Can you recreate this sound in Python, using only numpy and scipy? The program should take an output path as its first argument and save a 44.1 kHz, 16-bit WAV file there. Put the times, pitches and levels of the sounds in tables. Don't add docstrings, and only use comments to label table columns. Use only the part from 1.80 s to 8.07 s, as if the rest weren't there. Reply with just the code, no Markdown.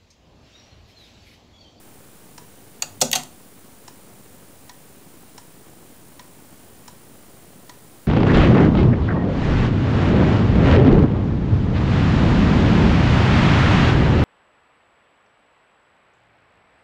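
import sys
import numpy as np
from scipy import signal
from scipy.fft import rfft, irfft, next_fast_len
from scipy.io import wavfile
from scipy.ndimage import map_coordinates

SR = 44100
rng = np.random.default_rng(int(sys.argv[2]) if len(sys.argv) > 2 else 0)


def voltage_ratio(level):
    return 10 ** (np.asarray(level, float) / 20)


def int16_out(signal):
    q = np.round(np.clip(np.atleast_2d(signal).T, -1, 1) * 32767)
    wavfile.write(sys.argv[1], SR, q.astype(np.int16))


N = 276504


# pitch_hz, width_hz, level_db
TICK_NOTES = [(896, 170, -1), (1980, 190, -6.5), (2490, 250, -11.5), (3750, 130, -7.5), (4070, 160, -6),
              (5090, 140, -9), (5580, 170, -2.5), (6280, 80, -8), (6540, 80, -17), (7080, 110, -1),
              (8400, 86, -7), (9250, 120, -16), (10300, 150, -25)]
TOCK_NOTES = [(843, 190, -1), (1795, 44, 1.5), (1916, 65, 6.5), (3480, 105, -4), (3950, 130, -1.5),
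              (4280, 130, -6), (4700, 120, -12), (5530, 89, 2.5), (5840, 71, -6), (6310, 120, -2),
              (6700, 88, -5), (2700, 390, -8), (8100, 180, -13), (9400, 180, -13)]
# pitch_hz, t60_s (time to fade by 60 dB), level_db (against the beat)
BACK_BOARD = [(963, .075, -9.5), (988, 0.084, -10)]


def escapement():
    first_tick_s, swing_s, tock_after_s = 0.5795, 1.5, 0.8151
    tick_db, tock_db, tooth_db = -30, -29, -9
    board_lag_s, board_rise_s = 0.0016, 0.0015
    out = np.zeros(N + SR)
    t = np.arange(SR // 4) / SR
    pallets = ((first_tick_s, tick_db, TICK_NOTES), (first_tick_s + tock_after_s, tock_db, TOCK_NOTES))
    for (first_s, beat_db, notes), (board_hz, t60_s, board_db) in zip(pallets, BACK_BOARD):
        voice = clack(notes, 0.0025, crack_db=-1.5, lag_s=0.002826, wet_db=-7.5)
        board = voltage_ratio(board_db - 60 * t / t60_s) * np.sin(2 * np.pi * board_hz * t)
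        board = board * (1 - np.exp(-t / board_rise_s))
        for beat_s in np.arange(first_s, N / SR, swing_s):
            tooth = clack(notes, 0.0025, crack_db=8.5, lag_s=0.00195, wet_db=-7.5)
            add(out, beat_s - 0.0018, voltage_ratio(beat_db) * (voice + voltage_ratio(tooth_db) * tooth))
            add(out, beat_s + board_lag_s, voltage_ratio(beat_db) * echoes(board, wet_db=-6.5))
    return out[:N]


# start_s, peak_db, contact_s, case_knock_db
PULL_IN = [
    (1.0215, -7.5, 0.0027, -27.5),
    (1.0255, -22, 0.002, -47),
]
LEVER_FALL = [
    (1.214, -0.5, 0.0032, -12.5),
    (1.2203, -4, 0.0018, -27),
    (1.229, -29, 0.0016, -45),
    (1.252, -31, 0.0011, -32),
]
PAWL_DROP = [
    (1.3298, -4.5, 0.0025, -23),
    (1.339, -32, 0.00094, -31),
]
RELEASE = [
    (1.3533, -11, 0.0014, -19),
    (1.3572, -7.5, 0.0018, -33),
    (1.361, -13.5, 0.0023, -32.5),
    (1.3695, -26.5, 0.0012, -26),
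]
SWITCHING = [
    (1.2063, -22, .001, -54),
    (1.2083, -30, 0.0011, -38),
    (1.3149, -12, 0.00091, -51),
    (1.3215, -25, 0.00056, -47),
]
SETTLING = [
    (1.4348, -24.5, 0.00068, -65),
]
# pitch_hz, width_hz, level_db
ARMATURE_NOTES = [(700, 110, -11), (1330, 150, -4), (1910, 290, -9.5), (2580, 120, -2), (3550, 86, -6),
                  (5970, 150, -0.5), (4540, 113, 3.5), (6720, 126, 2.5), (7480, 240, -2.5), (7700, 62, -12),
                  (8600, 110, -15), (9900, 140, -21), (11970, 250, -14), (14200, 110, -10)]
STOP_NOTES = [(1370, 69, -8.5), (2610, 35, -6), (3380, 100, -7), (4100, 300, -15), (5020, 830, -8),
              (5910, 300, 0.5), (5900, 174, -7.5), (6700, 210, 4.5), (6940, 56, 0), (7620, 270, -5),
              (8370, 160, -9.5), (11350, 200, -15), (12570, 108, -12), (15000, 130, -13)]
RATCHET_NOTES = [(1954, 47, 1), (2700, 370, -3), (3340, 100, -1), (3780, 69, 2.5), (4555, 120, 1),
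                 (5770, 110, 0), (6314, 75, 2), (6600, 220, -4), (7750, 150, -8), (8520, 110, -11),
                 (9500, 180, -10), (11290, 330, -12), (12800, 300, -16), (14200, 98, -5)]
SPRING_NOTES = [(1400, 180, -5), (2670, 290, -1), (3220, 130, 0.5), (4220, 75, -1), (4460, 180, 2),
                (5630, 81, -4), (5970, 100, -6), (6170, 150, 5), (6600, 120, 5), (7420, 208, 1),
                (8500, 110, -4), (8900, 85, -6), (10700, 110, -23), (14000, 110, -8.5)]
BLADE_NOTES = [(2880, 226, -7), (4050, 1100, -9), (6650, 280, 0), (7440, 410, -8), (11700, 170, -1),
               (12900, 560, -12), (14100, 650, -11), (15500, 530, -17.5)]
TIP_NOTES = [(3450, 210, -11), (4150, 240, -3), (7100, 470, -2), (8300, 290, 1), (10700, 300, -4),
             (12000, 230, -7)]
# best_panel_hz, panel_loss_db (per octave away), best_plate_hz,
# plate_share_db, echo_db
MOUNTS = [
    (796, 17, 4800, -4, -10),
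    (542, 7.5, 6900, -13, -9),
    (950, 11.5, 3100, -2, -7),
    (735, 30, 7500, -20, -7),
]


def relay():
    out = np.zeros(N + SR)
    armature, lever, pawl, spring = MOUNTS
    parts = (
        (PULL_IN, ARMATURE_NOTES, armature),
        (LEVER_FALL, STOP_NOTES, lever),
        (PAWL_DROP, RATCHET_NOTES, pawl),
        (RELEASE, SPRING_NOTES, spring),
        (SWITCHING, BLADE_NOTES, armature),
        (SETTLING, TIP_NOTES, lever),
    )
    for blows, notes, (*mount, echo_db) in parts:
        wood = knock(mount)
        for start_s, peak_db, contact_s, knock_db in blows:
            metal = clack(notes, contact_s, crack_db=-1.0, lag_s=0.0025, wet_db=echo_db)
            add(out, start_s - 0.001, voltage_ratio(peak_db) * metal)
            add(out, start_s + 0.002, voltage_ratio(knock_db) * echoes(wood, wet_db=-7.5))
    return out[:N]


# pitch_hz, t60_s, level_db
CASE_PANELS = [(150.7, 0.28, 3), (173, 0.18, -7), (227.5, 0.43, -9), (251.6, 0.208, -2), (300, 0.092, -8),
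               (395.5, 0.12, -4.5), (530, .085, 0.5), (590, .08, -1), (729, 0.045, 2), (753, 0.045, 3),
               (863, 0.029, 8), (986, 0.043, -3.5), (1245, .059, -4), (1494, 0.042, 1)]
# pitch_hz, t60_s, level_db
BRASS_PLATES = [(1107, 0.1, 3), (2560, .08, -5), (2802, 0.095, 3), (3320, 0.066, -1.5), (4540, .16, -21),
                (4970, 0.26, -20), (7000, 0.24, -5.5)]


def knock(mount):
    best_panel_hz, panel_loss_db, best_plate_hz, plate_share_db = mount
    most_panel_loss_db, plate_loss_db = 13, 6
    t = np.arange(SR // 2) / SR
    modes = []
    for hz, t60_s, db in CASE_PANELS:
        loss_db = min(most_panel_loss_db, panel_loss_db * abs(np.log2(hz / best_panel_hz)))
        modes.append((hz, t60_s, db - loss_db))
    for hz, t60_s, db in BRASS_PLATES:
        loss_db = plate_loss_db * abs(np.log2(hz / best_plate_hz))
        modes.append((hz, t60_s, db + plate_share_db - loss_db))
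    out = np.zeros(len(t))
    for hz, t60_s, db in modes:
        swell = 1 - np.exp(-t * hz / 3.0)
        out += voltage_ratio(db - 60 * t / t60_s) * np.sin(2 * np.pi * hz * t) * swell
    return out


def clack(notes, contact_s, crack_db, lag_s, wet_db):
    t = np.arange(SR // 8) / SR
    travel_s = lag_s * np.sqrt(1000 / np.transpose(notes)[0])
    delays_s = travel_s + contact_s * rng.random(len(notes))
    click = 1.0 * (t == 0)
    ring = filtered(click, resonances(notes, 1.1, delays_s))
    rough = rng.standard_normal(len(t)) * np.exp(-t / (2.0 * contact_s))
    crack = filtered(rough, resonances(notes, 3.5, 0.805 * travel_s))
    both = echoes(unit(ring), wet_db - 3.5) + voltage_ratio(crack_db) * echoes(unit(crack), wet_db)
    return both / np.max(np.abs(both))


def resonances(notes, widen, delays_s):
    def response(f):
        total = 0
        for k, (hz, width_hz, db) in enumerate(notes):
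            damping = 1j * f * width_hz * widen
            mode = damping / (hz * hz - f * f + damping)
            total = total + (-1) ** k * voltage_ratio(db) * mode * np.exp(-2j * np.pi * f * delays_s[k])
        return total
    return response


# pitch_hz, t60_s
CABINET_ECHO = [(200, 0.26), (1000, 0.33), (4000, .25), (9000, 0.28), (15000, 0.2)]


def echoes(sound, wet_db):
    hz, t, grains = signal.stft(rng.standard_normal(SR // 2), SR, nperseg=256)
    fade = voltage_ratio(-60 * t / along(CABINET_ECHO, hz)[:, None])
    tail = signal.istft(grains * fade, SR, nperseg=256)[1]
    tail = tail * (1 - np.exp(-np.arange(len(tail)) / SR / 0.00067))
    wet = voltage_ratio(wet_db) * signal.fftconvolve(sound, tail / np.linalg.norm(tail))
    return wet + np.pad(sound, (0, len(wet) - len(sound)))


def coil():
    on_s, off_s, rise_s, fall_s, level_db = 1.08, 1.32, 0.015, 0.04, -48
    t = np.arange(N) / SR
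    rise = 1 - np.exp(-np.clip(t - on_s, 0, None) / rise_s)
    fall = np.exp(-np.clip(t - off_s, 0, None) / fall_s)
    return voltage_ratio(level_db) * rise * fall * np.sin(2 * np.pi * 100 * t)


# pitch_hz, level_db (per Hz)
RUMBLE_COLOUR = [(11, -12), (18, -17), (27, -20), (92, -5), (193, -3.5), (304, -5), (352, -7), (451, -9),
                 (1090, -18.5), (2500, -29.5), (3250, -29.5), (5500, -120)]
HISS_COLOUR = [(710, -1.5), (1200, -3), (5320, -7), (6540, -6.5), (8000, -9), (11800, -10), (14000, -8),
               (15700, -3.5), (15800, -48), (16100, -120)]


def microphone():
    rumble_db, hiss_db = -50, -54
    lumps = voltage_ratio(0.8 * wobble(60) + 2.1 * wobble(180))
    rumble = coloured(lumps * rng.standard_normal(N), RUMBLE_COLOUR)
    hiss = coloured(rng.standard_normal(N), HISS_COLOUR)
    return voltage_ratio(rumble_db) * unit(rumble) + voltage_ratio(hiss_db) * unit(hiss)


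# pitch_hz, level_db (per Hz)
SCAN_COLOUR = [(6000, -36), (6800, -11), (7500, -3.5), (8400, -7.5), (8750, -3.5), (9300, -0.5),
               (10900, -7), (11400, -13), (12500, -33), (13500, -120)]
# place (0-1), width (share of a field), depth_db
SCAN_DIPS = [(.48, .055, -7), (.73, .035, -11)]


def screen():
    field_hz, lines_a_field = 56.9405, 262.5
    whistle_db, hash_db = -58.5, -57.5
    fields = field_hz * np.arange(N) / SR
    dips_db = np.zeros(N)
    for place, width, depth_db in SCAN_DIPS:
        dips_db += depth_db * np.exp(-0.5 * ((fields % 1 - place) / width) ** 2)
    whistle = voltage_ratio(whistle_db + 2.5) * np.sin(2 * np.pi * lines_a_field * fields)
    scan_hash = voltage_ratio(hash_db) * unit(coloured(rng.standard_normal(N), SCAN_COLOUR))
    return unit(voltage_ratio(dips_db)) * (whistle + scan_hash)


def unit(x):
    return x / np.sqrt(np.mean(x ** 2) + 1e-20)


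def along(points, hz):
    f, value = np.transpose(points)
    return np.interp(np.log(hz + 1), np.log(f + 1), value)


def filtered(x, response):
    size = next_fast_len(len(x) + 8192)
    spectrum = rfft(x, size) * response(np.fft.rfftfreq(size, 1 / SR))
    return irfft(spectrum, size)[:len(x)]


def coloured(x, curve):
    return filtered(x, lambda hz: voltage_ratio(along(curve, hz)))


def wobble(rate_hz):
    knots = rng.standard_normal(int(N * rate_hz / SR) + 4)
    return map_coordinates(knots, [np.arange(N) * rate_hz / SR])


def add(track, start_s, sound):
    track[round(start_s * SR):][:len(sound)] += sound


def scene():
    return (escapement() + relay() + coil() + microphone() + screen())[None]


def band_limit(x):
    return signal.sosfilt(signal.butter(12, 16810, fs=SR, output="sos"), x)


# pitch_hz, level_db
TREBLE_END = [(15650, 0), (15850, -19), (16800, -26), (17200, -90)]


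def record(dry):
    ceiling, offset = 0.74, -0.0029
    soft = dry[0] / (1 + np.abs(dry[0] / ceiling) ** 4) ** (1 / 4)
    mix = coloured(soft, TREBLE_END)[None] + offset
    return band_limit(mix)


dry = scene()
out = record(dry)
int16_out(out)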